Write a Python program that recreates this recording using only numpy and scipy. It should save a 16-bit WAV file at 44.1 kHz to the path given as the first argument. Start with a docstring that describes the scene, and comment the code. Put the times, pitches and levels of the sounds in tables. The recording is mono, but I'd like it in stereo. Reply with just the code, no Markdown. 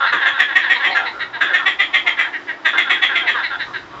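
"""Marsh frogs at a pond, four seconds. A faint distant chorus and a low breeze run all through.
Other frogs croak from the start; the close one joins in three phrases, from about 0.1, 1.4 and 2.6 s.
A croak is a train of larynx pulses ringing a vocal sac: an even swell, then ragged pulses that die away.
A higher rasp comes and goes, deeper frogs and low throat grunts sit behind, and banks echo the croaks.
Near the end the close frog has stopped and the breeze grows; all is dull above 4 kHz and ends near 7.5 kHz."""
import sys
import numpy as np
from scipy import signal
from scipy.fft import rfft, irfft
from scipy.io import wavfile
from scipy.ndimage import uniform_filter1d

SR = 44100
rng = np.random.default_rng(int(sys.argv[2]) if len(sys.argv) > 2 else 0)


def to_linear_factor(level_db):
    """Convert decibel levels (scalar or array-like) to linear amplitude factors."""
    exponent = np.asarray(level_db, float) / 20
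    return 10 ** exponent


def int16_out(signal):
    """Quantize to a 16-bit WAV file."""
    q = np.round(np.clip(np.atleast_2d(signal).T, -1, 1) * 32767)
    wavfile.write(sys.argv[1], SR, q.astype(np.int16))


N = 176400

# breeze: (t/s, level/dB)
BREEZE_LEVEL = [(0, -55.5), (0.951, -60.5), (1.151, -55), (2.399, -60.5), (3.399, -57), (3.55, -51.5),
                (4, -50)]
# relative strength of the breeze at each pitch: (f/Hz, level/dB)
BREEZE_COLOUR = [(25, -31), (42, -5.5), (58, 1.5), (76, -10), (110, 2.5), (200, -8), (300, -37)]
# relative strength of the distant chorus and air: (f/Hz, level per Hz/dB)
POND_COLOUR = [(90, -55), (150, -23.5), (330, 2), (470, -8.5), (720, -3.5), (1400, -5.5), (1750, -7.5),
               (2400, -15.5), (4200, -18), (4600, -10), (7400, -22.5)]
# low grunts: (t/s, level/dB)
GRUNTS = [(0.127, -25.5), (0.853, -33), (1.419, -28), (2.742, -30), (2.921, -29.5), (3.116, -28.5),
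          (3.305, -31)]
# croaks of slow, steady pulses, short or drawn out: (t/s, level/dB, sac f/Hz, length/s, slowing/share per s)
SLOW_CROAKS = [(0.851, -34, 772, 0.22, 0.98), (1.107, -37, 1380, .17, -.6), (1.48, -25.5, 1560, 0.07, 0.68),
               (3.892, -41, 1130, .15, .3)]
# deeper frogs further off: (t/s, peak level/dB, sac f/Hz)
DEEP_CROAKS = [(0.115, -15, 1150), (0.27, -24, 1065), (0.748, -20.5, 1010), (1.042, -23, 907),
               (1.338, -24.5, 936), (1.869, -31.5, 1060), (2.037, -25, 870), (2.105, -29.5, 936),
               (2.259, -30, 860), (2.723, -21.5, 1090), (3.223, -24, 790), (3.335, -16.5, 1180),
               (3.662, -28.5, 1130)]
# frogs answering between: (t/s, peak level/dB, sac f/Hz)
ANSWER_CROAKS = [(0.0, -5.5, 1323), (0.02, -5, 1490), (0.163, -10, 1715), (0.2101, -4, 1710),
                 (0.3312, -10, 1540), (0.4783, -9, 1704), (0.634, -7.5, 1710), (0.7977, -6, 1765),
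                 (0.9943, -14, 1420), (1.4602, -10, 1670), (1.588, -14, 1300), (2.1683, -10, 1760),
                 (2.2245, -14.5, 1600), (2.7294, -7, 1547), (2.8474, -11.5, 1483), (2.9476, -13.5, 1660),
                 (3.0867, -8, 1630), (3.1952, -14.5, 1550), (3.345, -8, 1676), (3.386, -13.5, 1550),
                 (3.5, -11, 1510)]
# frog with a higher rasp: (t/s, level/dB, sac f/Hz, upper resonance level/dB, upper resonance f/Hz)
HIGH_CROAKS = [(0.055,-21,1820,-8,4040),(.61,-22.5,1760,-9,3750),(.735,-24,2000,-5,3900),(.895,-25.5,2080,-3,4160),(1.046,-23.5,1980,-5,3955),(1.19,-22,1890,-7,3850),(1.325,-26,1680,-8.5,3770),(2.32,-24,1850,-24.5,3480),(2.469,-22.5,1830,-23,3200),(3.256,-17,2030,-11,3810),(3.423,-21.5,2010,-6,4010),(3.586,-23,1770,-6.5,3870),(3.728,-25,1654,-9,3880)]
# close frog: (t/s, level/dB, pulse rate f/Hz, sac f/Hz, upper resonance level/dB)
NEAR_CROAKS = [(0.115, -15.5, 291.9, 1584, -13), (0.251, -13.5, 343.8, 1690, -10.5),
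               (0.386, -11.5, 377.2, 1780, -12.5), (0.549, -11, 377, 1873, -14.5),
               (0.692, -12, 371.5, 1914, -13.5), (0.835, -15.5, 290.6, 1940, -9.5),
               (0.944, -14, 345, 1660, -16.5), (1.403, -13.5, 330, 1640, -11.5),
               (1.529, -12, 359.8, 1784, -13.5), (1.653, -12, 378, 1946, -9.5),
               (1.787, -13, 392.5, 2000, -8), (1.929, -13.5, 375, 2004, -8),
               (2.058, -14, 354.2, 2020, -10.5), (2.181, -15, 331.2, 1930, -14.5),
               (2.645, -13, 324.7, 1773, -12), (2.769, -13.5, 351.5, 1994, -9.5),
               (2.892, -13, 373, 2010, -8), (3.014, -13.5, 379, 2000, -6), (3.146, -15, 345.9, 2107, -5.5),
               (3.271, -16, 363.5, 1820, -9.5)]
# starts of the close frog's phrases: (t/s)
PHRASE_STARTS = [.1, 1.4, 2.64]
# lesser resonances of each kind of frog, beside its sac: (f/Hz, width/Hz, level/dB)
DEEP_EXTRA = [(547, 170, -14), (2660, 900, -23.5)]
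ANSWER_EXTRA = [(1047, 270, -10.5), (2540, 690, -14), (3476, 110, -13)]
HIGH_EXTRA = [(1105, 190, -17.5), (2663, 280, -13.5)]
NEAR_EXTRA = [(330, 51, -36), (860, 485, -18.5), (1300, 324, -11), (2444, 225, -16), (7100, 150, -22.5)]
# treble response of the whole sound: (f/Hz, level/dB)
TREBLE_RESPONSE = [(3900, 0.5), (4500, -10.5), (5200, -11), (7500, -11.5)]

POND_DB, POND_SWELL_DB, POND_FLICKER_DB = -38, 1, 1.2
BANK_T60_S, BANK_DB = 0.22, -5.5  # time for the echoes to fall 60 dB, and their level
LEFT_TREBLE_DB, LEFT_LEAD_S = 5, .00005  # most the two sides differ for a source fully to the left
GRUNT_HZ, GRUNT_WIDTH_HZ, GRUNT_S = 335, 103, 0.019
SLOW_RATE_HZ, DEEP_RATE_HZ, ANSWER_RATE_HZ, HIGH_RATE_HZ = 190, 260, 290, 360  # pulse rates at the start
ANSWER_SAG_PER_S, HIGH_SAG_PER_S = 2.963, 4.5  # pulse gaps grow by this share per s
ANSWER_PEAK_DB, DEEP_PEAK_DB = 12.5, 9  # how far a croak's peak stands above its mean level
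RAGGED_RATE_HZ = 260
EVEN_JITTER, SLOW_JITTER, RAGGED_JITTER = 0.024, .055, .14  # unevenness of the gaps, as a share
EVEN_SCATTER_DB, RAGGED_SCATTER_DB = 2, 1.5  # unevenness of pulse strength
SAC_TAIL_SHIFT, OTHER_TAIL_SHIFT = 0.9955, 0.96  # pitch factors in the ragged part
DETUNE = .03  # random mistuning of the lesser resonances, as a share
HISS_DB = -21
NEAR_UPPER_HZ, UPPER_START_HZ, UPPER_SETTLE_S = 3312, 266, 0.31  # settled pitch, extra at a phrase start
TREBLE_PER_UPPER, TREBLE_DB = 1.72, -22  # a treble resonance follows the upper one
TOP_HZ = 7500


def table(points, hz):
    """Value of (Hz, value) points on a log-frequency axis."""
    p = np.array(points, float)
    return np.interp(np.log(np.maximum(hz, 1)), np.log(np.maximum(p[:, 0], 1)), p[:, 1])


def frequencies():
    """Frequencies in Hz of the spectrum of the whole scene."""
    return np.arange(N // 2 + 1) * SR / N


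def ring(x, hz, width_hz):
    """Resonance with a sharp attack; a second pass, three times wider, steepens its skirts. Centre gain 1."""
    for w in (width_hz, 3 * width_hz):
        x = signal.lfilter(*signal.iirpeak(hz, hz / w, fs=SR), x)
    return x


def add(out, x, s):
    """Mix x in at s seconds."""
    i = max(int(s * SR), 0)
    out[i:i + len(x)] += x[:N - i]


def walk(rate):
    """Smoothed random steps, rate of them per second, with spread 1."""
    k = int(SR / rate)
    steps = np.repeat(rng.standard_normal(N // k + 1), k)
    curve = uniform_filter1d(uniform_filter1d(steps, k), k)[:N]
    return curve / np.std(curve)


def draws(rows):
    """Chance for the pulses, tuning and air of each croak."""
    return rng.standard_normal((len(rows), 9130))


def breeze():
    """Breeze: noise shaped to a low rumble, alike on both sides."""
    rumble = irfft(to_linear_factor(table(BREEZE_COLOUR, frequencies())) * rfft(rng.standard_normal(N)), N)
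    level_db = np.interp(np.arange(N) / SR, *np.array(BREEZE_LEVEL).T)
    return rumble / np.std(rumble) * to_linear_factor(level_db)


def pond():
    """Distant chorus and air: octaves of noise swell together and flicker apart; the bass is nearly mono."""
    out, hz, swell = 0, frequencies(), walk(1.0)
    colour = to_linear_factor(table(POND_COLOUR, hz)) * (hz > 0)
    for lo in 125 * 2 ** np.arange(0, 6, 1.):
        band = colour * (hz >= lo) * (hz < 2 * lo)
        mid, side = (irfft(band * rfft(rng.standard_normal(N)), N) for _ in range(2))
        stereo = mid + min(lo / 4600.0, .6) * side * np.array([[1], [-1]])
        out = out + to_linear_factor(POND_SWELL_DB * swell + POND_FLICKER_DB * walk(11)) * stereo
    return out * to_linear_factor(POND_DB) / np.std(out)


def banks(x):
    """Scattered echoes off reeds and banks: fading noise; only its treble differs left and right."""
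    t = np.arange(12000) / SR
    fade = np.exp(-np.log(1000) * t / BANK_T60_S) * (t > .004)
    mid, side = rng.standard_normal((2, len(t))) * fade
    side = signal.sosfilt(signal.butter(2, 1500, "high", fs=SR, output="sos"), side)
    tail = mid + 0.64 * side * np.array([[1], [-1]])
    echoes = signal.fftconvolve(x[None], tail / np.sqrt(np.sum(mid ** 2)), axes=1)[:, :N]
    return to_linear_factor(BANK_DB) * echoes


def place(x, left):
    """A source to the left is earlier and brighter on the left side."""
    hz = frequencies()
    treble = np.minimum(hz / 3300, 1) ** 1.5 * np.clip(7000 / (hz + 1) - .6, 0, 1)
    lead = np.exp(1j * np.pi * hz * LEFT_LEAD_S * left)
    tilt = to_linear_factor(left * LEFT_TREBLE_DB * treble / 2) * lead  # half on one side, its inverse on the other
    return np.array([irfft(rfft(x) * tilt, N), irfft(rfft(x) / tilt, N)])


def grunts():
    """Short low rough throbs of the throats: noise through one resonance, rising then fading."""
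    out, t = np.zeros(N), np.arange(6000) / SR
    for (s, db), noise in zip(GRUNTS, rng.standard_normal((len(GRUNTS), len(t)))):
        throb = ring(noise, GRUNT_HZ, GRUNT_WIDTH_HZ)
        add(out, to_linear_factor(db) * throb / np.std(throb) * t / GRUNT_S * np.exp(-t / GRUNT_S), s)
    return out


def croak(chance, db, rate_hz, sac_hz, sac_width_hz, others, swell_s, even_s, sag_per_s, hold_s,
          fall_db_s, stop_s, other_fall_db_s, edge_fall_db_s, jitter=EVEN_JITTER):
    """Even pulses swell, turn ragged, fade and stop; resonances shift a little as the sac empties."""
    timing, strength, detune, air = chance[:60], chance[60:120], chance[120:130], chance[130:]
    since = np.arange(len(timing)) / rate_hz
    ragged = since > even_s
    even_gap = (1 + sag_per_s * since + jitter * timing) / rate_hz
    ragged_gap = np.exp(RAGGED_JITTER * timing) / RAGGED_RATE_HZ
    at = np.cumsum(np.where(ragged, ragged_gap, even_gap)) - 1 / rate_hz
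    size = to_linear_factor(np.where(ragged, RAGGED_SCATTER_DB, EVEN_SCATTER_DB) * strength)
    size = size * np.clip(at / swell_s, .06, 1) * np.clip((stop_s - at) / 0.026, 0, 1)
    i = np.clip(at * SR, 0, len(air) - 2)

    def train(strengths):
        """Pulses, each shared between two samples and followed by a puff of turbulent air."""
        pulses = np.zeros(len(air))
        np.add.at(pulses, i.astype(int), strengths * (1 - i % 1))
        np.add.at(pulses, i.astype(int) + 1, strengths * (i % 1))
        puff = signal.lfilter([.1], [1, -.99], pulses)
        return pulses + to_linear_factor(HISS_DB) * air * puff

    def voiced(hz, width_hz, fall, shift):
        """One resonance rung by the even and the ragged pulses."""
        fading = size * to_linear_factor(-fall * np.maximum(at - hold_s, 0))
        even_part = ring(train(fading * ~ragged), hz, width_hz)
        return even_part + ring(train(fading * ragged), hz * shift, width_hz)

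    sac = voiced(sac_hz, sac_width_hz, fall_db_s, SAC_TAIL_SHIFT)
    body = sac
    for k, ((hz, width_hz, level_db), u) in enumerate(zip(others, detune)):
        tuned_hz = hz * (1 + DETUNE * u * (k > 0))  # the first one stays in tune
        fall = other_fall_db_s if 2000 < hz < 5000 else edge_fall_db_s
        gain = to_linear_factor(level_db) * np.sqrt(sac_width_hz / width_hz)
        body = body + gain * voiced(tuned_hz, width_hz, fall, OTHER_TAIL_SHIFT)
    return -body * to_linear_factor(db) / np.std(sac[200:1700])  # db is the level of the sac


def slow_frogs():
    """Croaks of slow, steady pulses, short or drawn out."""
    out = np.zeros(N)
    for (s, db, sac, length, sag), c in zip(SLOW_CROAKS, draws(SLOW_CROAKS)):
        add(out, croak(c, db, SLOW_RATE_HZ, sac, 200, DEEP_EXTRA, swell_s=0.038, even_s=length,
                       sag_per_s=sag, hold_s=.012, fall_db_s=5, stop_s=length,
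                       other_fall_db_s=15, edge_fall_db_s=15, jitter=SLOW_JITTER), s)
    return out


def deep_frogs():
    """Deeper croaks behind, from lower sac resonances."""
    out = np.zeros(N)
    for (s, peak_db, sac), c in zip(DEEP_CROAKS, draws(DEEP_CROAKS)):
        add(out, croak(c, peak_db - DEEP_PEAK_DB, DEEP_RATE_HZ, sac, 240, DEEP_EXTRA, swell_s=0.014,
                       even_s=.035, sag_per_s=ANSWER_SAG_PER_S, hold_s=.02, fall_db_s=62,
                       stop_s=0.075, other_fall_db_s=67, edge_fall_db_s=89), s)
    return out


def answering_frogs():
    """Duller croaks that swell quickly and answer the others."""
    out = np.zeros(N)
    for (s, peak_db, sac), c in zip(ANSWER_CROAKS, draws(ANSWER_CROAKS)):
        add(out, croak(c, peak_db - ANSWER_PEAK_DB, ANSWER_RATE_HZ, sac, 280, ANSWER_EXTRA,
                       swell_s=0.0058, even_s=.035, sag_per_s=ANSWER_SAG_PER_S, hold_s=0.062,
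                       fall_db_s=67, stop_s=0.076, other_fall_db_s=100, edge_fall_db_s=140), s)
    return out


def high_frog():
    """Softer croaks whose rasp, the upper resonance, sits higher."""
    out = np.zeros(N)
    for (s, db, sac, up_db, up_hz), c in zip(HIGH_CROAKS, draws(HIGH_CROAKS)):
        add(out, croak(c, db, HIGH_RATE_HZ, sac, 310, [(up_hz, 340, up_db)] + HIGH_EXTRA, swell_s=.02,
                       even_s=0.045, sag_per_s=HIGH_SAG_PER_S, hold_s=0.034, fall_db_s=390,
                       stop_s=0.071, other_fall_db_s=200, edge_fall_db_s=200), s)
    return out


def near_frog():
    """Loud croaks with a bright upper resonance that outlasts the sac and settles lower in each phrase."""
    out = np.zeros(N)
    for (s, db, rate, sac, up_db), c in zip(NEAR_CROAKS, draws(NEAR_CROAKS)):
        since = s - max(p for p in PHRASE_STARTS if p < s)
        upper = NEAR_UPPER_HZ + UPPER_START_HZ * np.exp(-since / UPPER_SETTLE_S)
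        others = [(upper, 170, up_db), (TREBLE_PER_UPPER * upper, 150, TREBLE_DB)] + NEAR_EXTRA
        add(out, croak(c, db, rate, sac, 300, others, swell_s=.014, even_s=.024, sag_per_s=0,
                       hold_s=0.031, fall_db_s=460, stop_s=0.093,
                       other_fall_db_s=98, edge_fall_db_s=520), s)
    return out


def scene():
    """Breeze, pond, all frogs towards the left, and their echoes."""
    others = grunts() + slow_frogs() + deep_frogs() + answering_frogs()
    high, near = high_frog(), near_frog()
    frogs = place(others, .9) + place(high, 1.0) + place(near, 0.8)
    return breeze() + pond() + banks(near + high + others) + frogs


def low_pass(x):
    """Removes everything above the highest recorded frequency."""
    return signal.sosfilt(signal.butter(12, 16000, fs=SR, output="sos"), x)


def record(dry):
    """The sound is dull above about 4 kHz and ends near 7.5 kHz; peaks over full scale are clipped."""
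    dull = irfft(rfft(dry) * to_linear_factor(table(TREBLE_RESPONSE, frequencies())), N)
    dull = signal.sosfilt(signal.ellip(8, .3, 70, TOP_HZ, fs=SR, output="sos"), dull)
    mix = np.clip(dull, -1, 1)
    return low_pass(mix)


dry = scene()
out = record(dry)
int16_out(out)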